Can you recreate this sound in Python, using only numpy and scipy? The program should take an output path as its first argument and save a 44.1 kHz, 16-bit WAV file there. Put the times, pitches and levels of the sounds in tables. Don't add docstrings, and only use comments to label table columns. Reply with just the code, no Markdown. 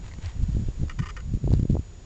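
import sys
import numpy as np
from scipy import signal
from scipy.fft import rfft, irfft, next_fast_len
from scipy.io import wavfile
from scipy.ndimage import uniform_filter1d

SR = 44100
rng = np.random.default_rng(int(sys.argv[2]) if len(sys.argv) > 2 else 0)


def wrap_up_sound(samples):
    columns = np.atleast_2d(samples).T
    tamed = np.clip(columns, -1, 1)
    steps = np.round(tamed * 32767).astype(np.int16)
    wavfile.write(sys.argv[1], SR, steps)


N = 90404
FFT_SIZE = next_fast_len(N + SR // 2)


def amp(db):
    return 10 ** (np.asarray(db) / 20)


def unit(x):
    return x / np.sqrt(np.mean(x ** 2) + 1e-20)


def clock():
    return np.arange(N) / SR


def loudness(rows):
    return amp(np.interp(clock(), *np.transpose(rows)))


def filtered(x, gain_at):
    hz = np.fft.rfftfreq(FFT_SIZE, 1 / SR)
    return irfft(rfft(x, FFT_SIZE) * gain_at(hz), FFT_SIZE)[:N]


def coloured(x, tone):
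    pitch_hz, level_db = np.transpose(tone)
    return unit(filtered(x, lambda hz: amp(np.interp(np.log(hz + 1), np.log(pitch_hz + 1), level_db))))


def noise(tone):
    return coloured(rng.standard_normal(N), tone)


def steady(x, samples):
    power = np.abs(signal.hilbert(x)) ** 2
    slow_power = uniform_filter1d(uniform_filter1d(power, samples), samples)
    return unit(x / np.sqrt(np.abs(slow_power) + 1e-9))


def grains(per_s, scatter_db):
    hits = rng.random(N) < per_s / SR
    direction = np.sign(rng.standard_normal(N))
    return unit(hits * direction * amp(scatter_db * rng.standard_normal(N)))


def clicks(events, tone, decay_s):
    t = clock()
    strength = sum(amp(db) * (t >= s) * np.exp(-np.abs(t - s) / decay_s) for s, db in events)
    return strength * steady(noise(tone), samples=60)


# time_s, level_db
HISS_LOUDNESS = [(0, -54.5), (0.35, -54.5), (0.6, -53.5), (0.85, -54.5), (0.96, -56.5), (1.15, -56),
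                 (1.3, -56.5), (1.7, -57), (1.85, -56), (2.05, -56)]
# pitch_hz, level_db
HISS_TONE = [(140, -52.5), (240, -7), (310, -2.5), (495, -7.5), (567, -9.5), (826, -13), (1000, -14),
             (1080, -15.5), (4820, -21.5), (7130, -20), (8800, -33.5), (11400, -77), (19400, -120)]
def background():
    whine_hz = 6903.2
    whine = amp(-64.5) * unit(np.sin(2 * np.pi * whine_hz * clock()))
    return loudness(HISS_LOUDNESS) * noise(HISS_TONE) + whine


# time_s, level_db
RUMBLE_LOUDNESS = [(0.0, -41), (0.06, -33.5), (0.09, -41), (0.23, -35.5), (0.27, -26.5), (0.32, -43.5),
                   (0.43, -19), (0.46, -29.5), (0.59, -24), (0.64, -36), (0.69, -20), (0.72, -42.5),
                   (0.81, -25.5), (0.93, -36.5), (1.0, -34), (1.07, -36.5), (1.22, -35.5), (1.36, -26.5),
                   (1.4, -56), (1.45, -27), (1.51, -23), (1.53, -19.5), (1.68, -36), (1.7, -21.5),
                   (1.75, -27), (1.8, -27), (1.82, -42), (2.05, -44.5)]
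FLUTTER_LOUDNESS = [(0, -42.5), (0.05, -50.5), (0.13, -50.5), (0.27, -50.5), (0.3, -53.5), (0.39, -33.5),
                    (0.44, -29), (0.462, -72), (0.49, -21.5), (0.525, -42), (0.555, -33.5), (0.64, -29.5),
                    (0.66, -49.5), (0.695, -37.5), (0.725, -53), (0.782, -46.5), (0.803, -27.5),
                    (0.835, -27.5), (0.885, -59), (0.945, -43), (0.97, -55), (1.0, -20), (1.03, -36.5),
                    (1.06, -48), (1.19, -52), (1.27, -37.5), (1.35, -30), (1.4, -50.5), (1.435, -28.5),
                    (1.51, -25.5), (1.57, -26.5), (1.635, -32.5), (1.678, -53.5), (1.7, -20), (1.745, -30),
                    (1.795, -41), (1.84, -53), (2.05, -53)]
# pitch_hz, level_db
RUMBLE_TONE = [(8, -11), (22, 0), (48, 4.5), (85, 0.5), (120, -15.5), (180, -29.5), (400, -78.5),
               (900, -120)]
FLUTTER_TONE = [(50, -16), (100, 5), (140, 7), (220, -3.5), (300, -17.5), (420, -23.5), (600, -40),
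                (1000, -61.5), (2500, -110)]
FIZZ_TONE = [(300, -8.5), (1000, 0.5), (4000, 1.5), (7300, -4.5), (9000, -4)]
def wind():
    rumble = loudness(RUMBLE_LOUDNESS) * steady(noise(RUMBLE_TONE), samples=1100)
    flutter = loudness(FLUTTER_LOUDNESS) * steady(noise(FLUTTER_TONE), samples=700)
    pressure = rumble + flutter + eddies()
    fizz = amp(-62) * unit(np.abs(pressure) ** 1.05) * noise(FIZZ_TONE)
    return pressure + fizz


# peak_s, rise_s, fall_s, level_db
FOOT_PUSHES = [(0.064, 0.024, 0.008, -49), (0.082, 0.0035, 0.0087, -50), (0.229, 0.006, 0.014, -46),
               (0.262, 0.026, 0.012, -46.5), (0.287, 0.0079, 0.029, -48.5)]
# pitch_hz, level_db
GRAVEL_TONE = [(200, -4), (600, -7.5), (1000, -1), (1400, -7), (2000, -3), (2900, -7), (4000, -9.5),
               (5500, -17.5), (7500, -16.5), (9000, -21)]
def scuffs():
    t = clock()
    push = sum(amp(level_db) * np.exp(-np.maximum((peak_s - t) / rise_s, (t - peak_s) / fall_s))
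               for peak_s, rise_s, fall_s, level_db in FOOT_PUSHES)
    return push * coloured(grains(per_s=2800, scatter_db=5), GRAVEL_TONE)


# start_s, level_db
PEBBLE_KNOCKS = [(0.081, -43.5), (0.1135, -42), (0.1215, -46), (0.137, -41), (0.185, -46.5)]
# pitch_hz, level_db
PEBBLE_TONE = [(400, -18), (1100, -8), (1500, -23.5), (2100, 3), (2600, -20), (3300, -19), (5000, -21.5),
               (9000, -36.5)]
def pebbles():
    return clicks(PEBBLE_KNOCKS, PEBBLE_TONE, decay_s=0.0028)


# peak_s, level_db, width_ms
EDDY_HITS = [(0.188, -25.5, 2), (0.55, -16.5, 2.3), (0.569, -15, 1.48), (0.597, -13, 2.7),
             (0.687, -20.5, 1.37), (0.834, -15.5, 1.9), (0.838, -21, 1.3), (1.031, -19.5, 4.8),
             (1.34, -12, 2.2), (1.351, -14.5, 3.3), (1.374, -24.5, 1.6), (1.4425, -16, 1.48),
             (1.477, -15.5, 0.8), (1.48, -18, 1.3), (1.506, -16, 1.5), (1.5186, -20, 0.72),
             (1.5373, -7.5, 1.7), (1.538, -16, 0.71), (1.571, -22.5, 1.7), (1.597, -11.5, 1.8),
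             (1.631, -10.5, 2.15), (1.654, -13.5, 1.49), (1.701, -12, 1.44), (1.711, -14.5, 1.8),
             (1.732, -14, 2.2), (1.745, -17, 1.4), (1.754, -14, 1.0), (1.7688, -18, 0.6), (1.795, -19, 1.9)]
def eddies():
    pressure = np.zeros(N)
    for peak_s, level_db, width_ms in EDDY_HITS:
        offset = (clock() - peak_s) / (width_ms / 1000)
        pressure += amp(level_db) * (1 - offset ** 2) / (1 + offset ** 2) ** 2
    muffle_above_hz = 1150
    return filtered(pressure, lambda hz: 1 / np.sqrt(1 + (hz / muffle_above_hz) ** 10))


# start_s, level_db; the one at 1.5378 s is the crack of the strongest eddy, the rest are grit
SHARP_TICKS = [(0.2598, -34), (0.884, -38.5), (1.529, -39), (1.5378, -31), (1.548, -42)]
# pitch_hz, level_db
GRIT_TONE = [(300, -5), (900, 7), (1500, 4), (2800, -15.5), (4500, 4), (6500, -0.5), (9000, -39)]
def ticks():
    return clicks(SHARP_TICKS, GRIT_TONE, decay_s=0.00081)


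# pitch_hz, width_hz, level_db
BODY_RINGS = [(1044, 25, 1), (1490, 28, -3), (1860, 110, 4), (2046, 34, 1.5), (2316, 320, -4.5),
              (2815, 130, -1.5), (3400, 90, -18), (4760, 760, -6.5), (5900, 170, -7), (6400, 300, -30)]
# start_s, length_s, level_db, fade_db, brightness_db_per_octave, low_ring_hz, middle_ring_hz
SCRAPE_STROKES = [(0.8952, 0.0069, -31.5, 8.5, -5, 528, 1320), (0.906, 0.017, -44.5, 4.5, -5.5, 505, 1280),
                  (0.9869, 0.0075, -35, 2.5, -6.5, 391, 1200), (0.994, 0.008, -46, -6, -3, 400, 1260),
                  (1.019, 0.025, -42.5, -1, -6, 370, 1254), (1.0548, 0.02, -39, 3.5, -5, 394, 1205),
                  (1.0866, 0.022, -39, 3.5, -4.5, 414, 1250), (1.1648, 0.011, -36.5, 5, -5, 496, 1400),
                  (1.176, 0.032, -46.5, 8.5, -8, 520, 1340), (1.204, 0.0021, -46.5, -2, -1.5, 500, 1400)]
def scrapes():
    attack_s, release_s, cut_below_hz = 0.0015, 0.001, 1113
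    t, out = clock(), np.zeros(N)
    hz = np.fft.rfftfreq(FFT_SIZE, 1 / SR)

    def ring(pitch_hz, width_hz, db):
        return amp(db) * 1j * hz * width_hz / (pitch_hz ** 2 - hz ** 2 + 1j * hz * width_hz)

    body = sum(ring(*note) for note in BODY_RINGS)
    bass_cut = signal.freqs(*signal.butter(4, cut_below_hz, "high", analog=True), hz)[1]
    slips = steady(grains(per_s=2600, scatter_db=4), samples=130)
    for start_s, length_s, level_db, fade_db, brightness, low_hz, middle_hz in SCRAPE_STROKES:
        age_s = t - start_s
        press = np.clip(age_s / attack_s, 0, 1)
        let_go = np.exp(-np.maximum(age_s - length_s, 0) / release_s)
        force = press * let_go * amp(level_db - fade_db * np.clip(age_s / length_s, 0, 1))
        low_ring = ring(low_hz, width_hz=23, db=-6.5)
        middle_ring = ring(middle_hz, width_hz=185, db=3.5)
        shell = bass_cut * (body + middle_ring) + low_ring
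        tone = shell * amp(brightness * np.log2(hz + 1))
        scrape = unit(filtered(slips * force, lambda _: tone))
        out += scrape * np.sqrt(np.mean(force ** 2))
    return out


def scene():
    tortoises = scrapes() + scuffs() + pebbles() + ticks()
    return (tortoises + wind() + background())[None]


def record(dry):
    fade_above_hz, silent_above_hz = 8040, 9012
    return filtered(dry[0], lambda hz: (hz < silent_above_hz) / np.sqrt(1 + (hz / fade_above_hz) ** 50))[None]


dry = scene()
out = record(dry)
wrap_up_sound(out)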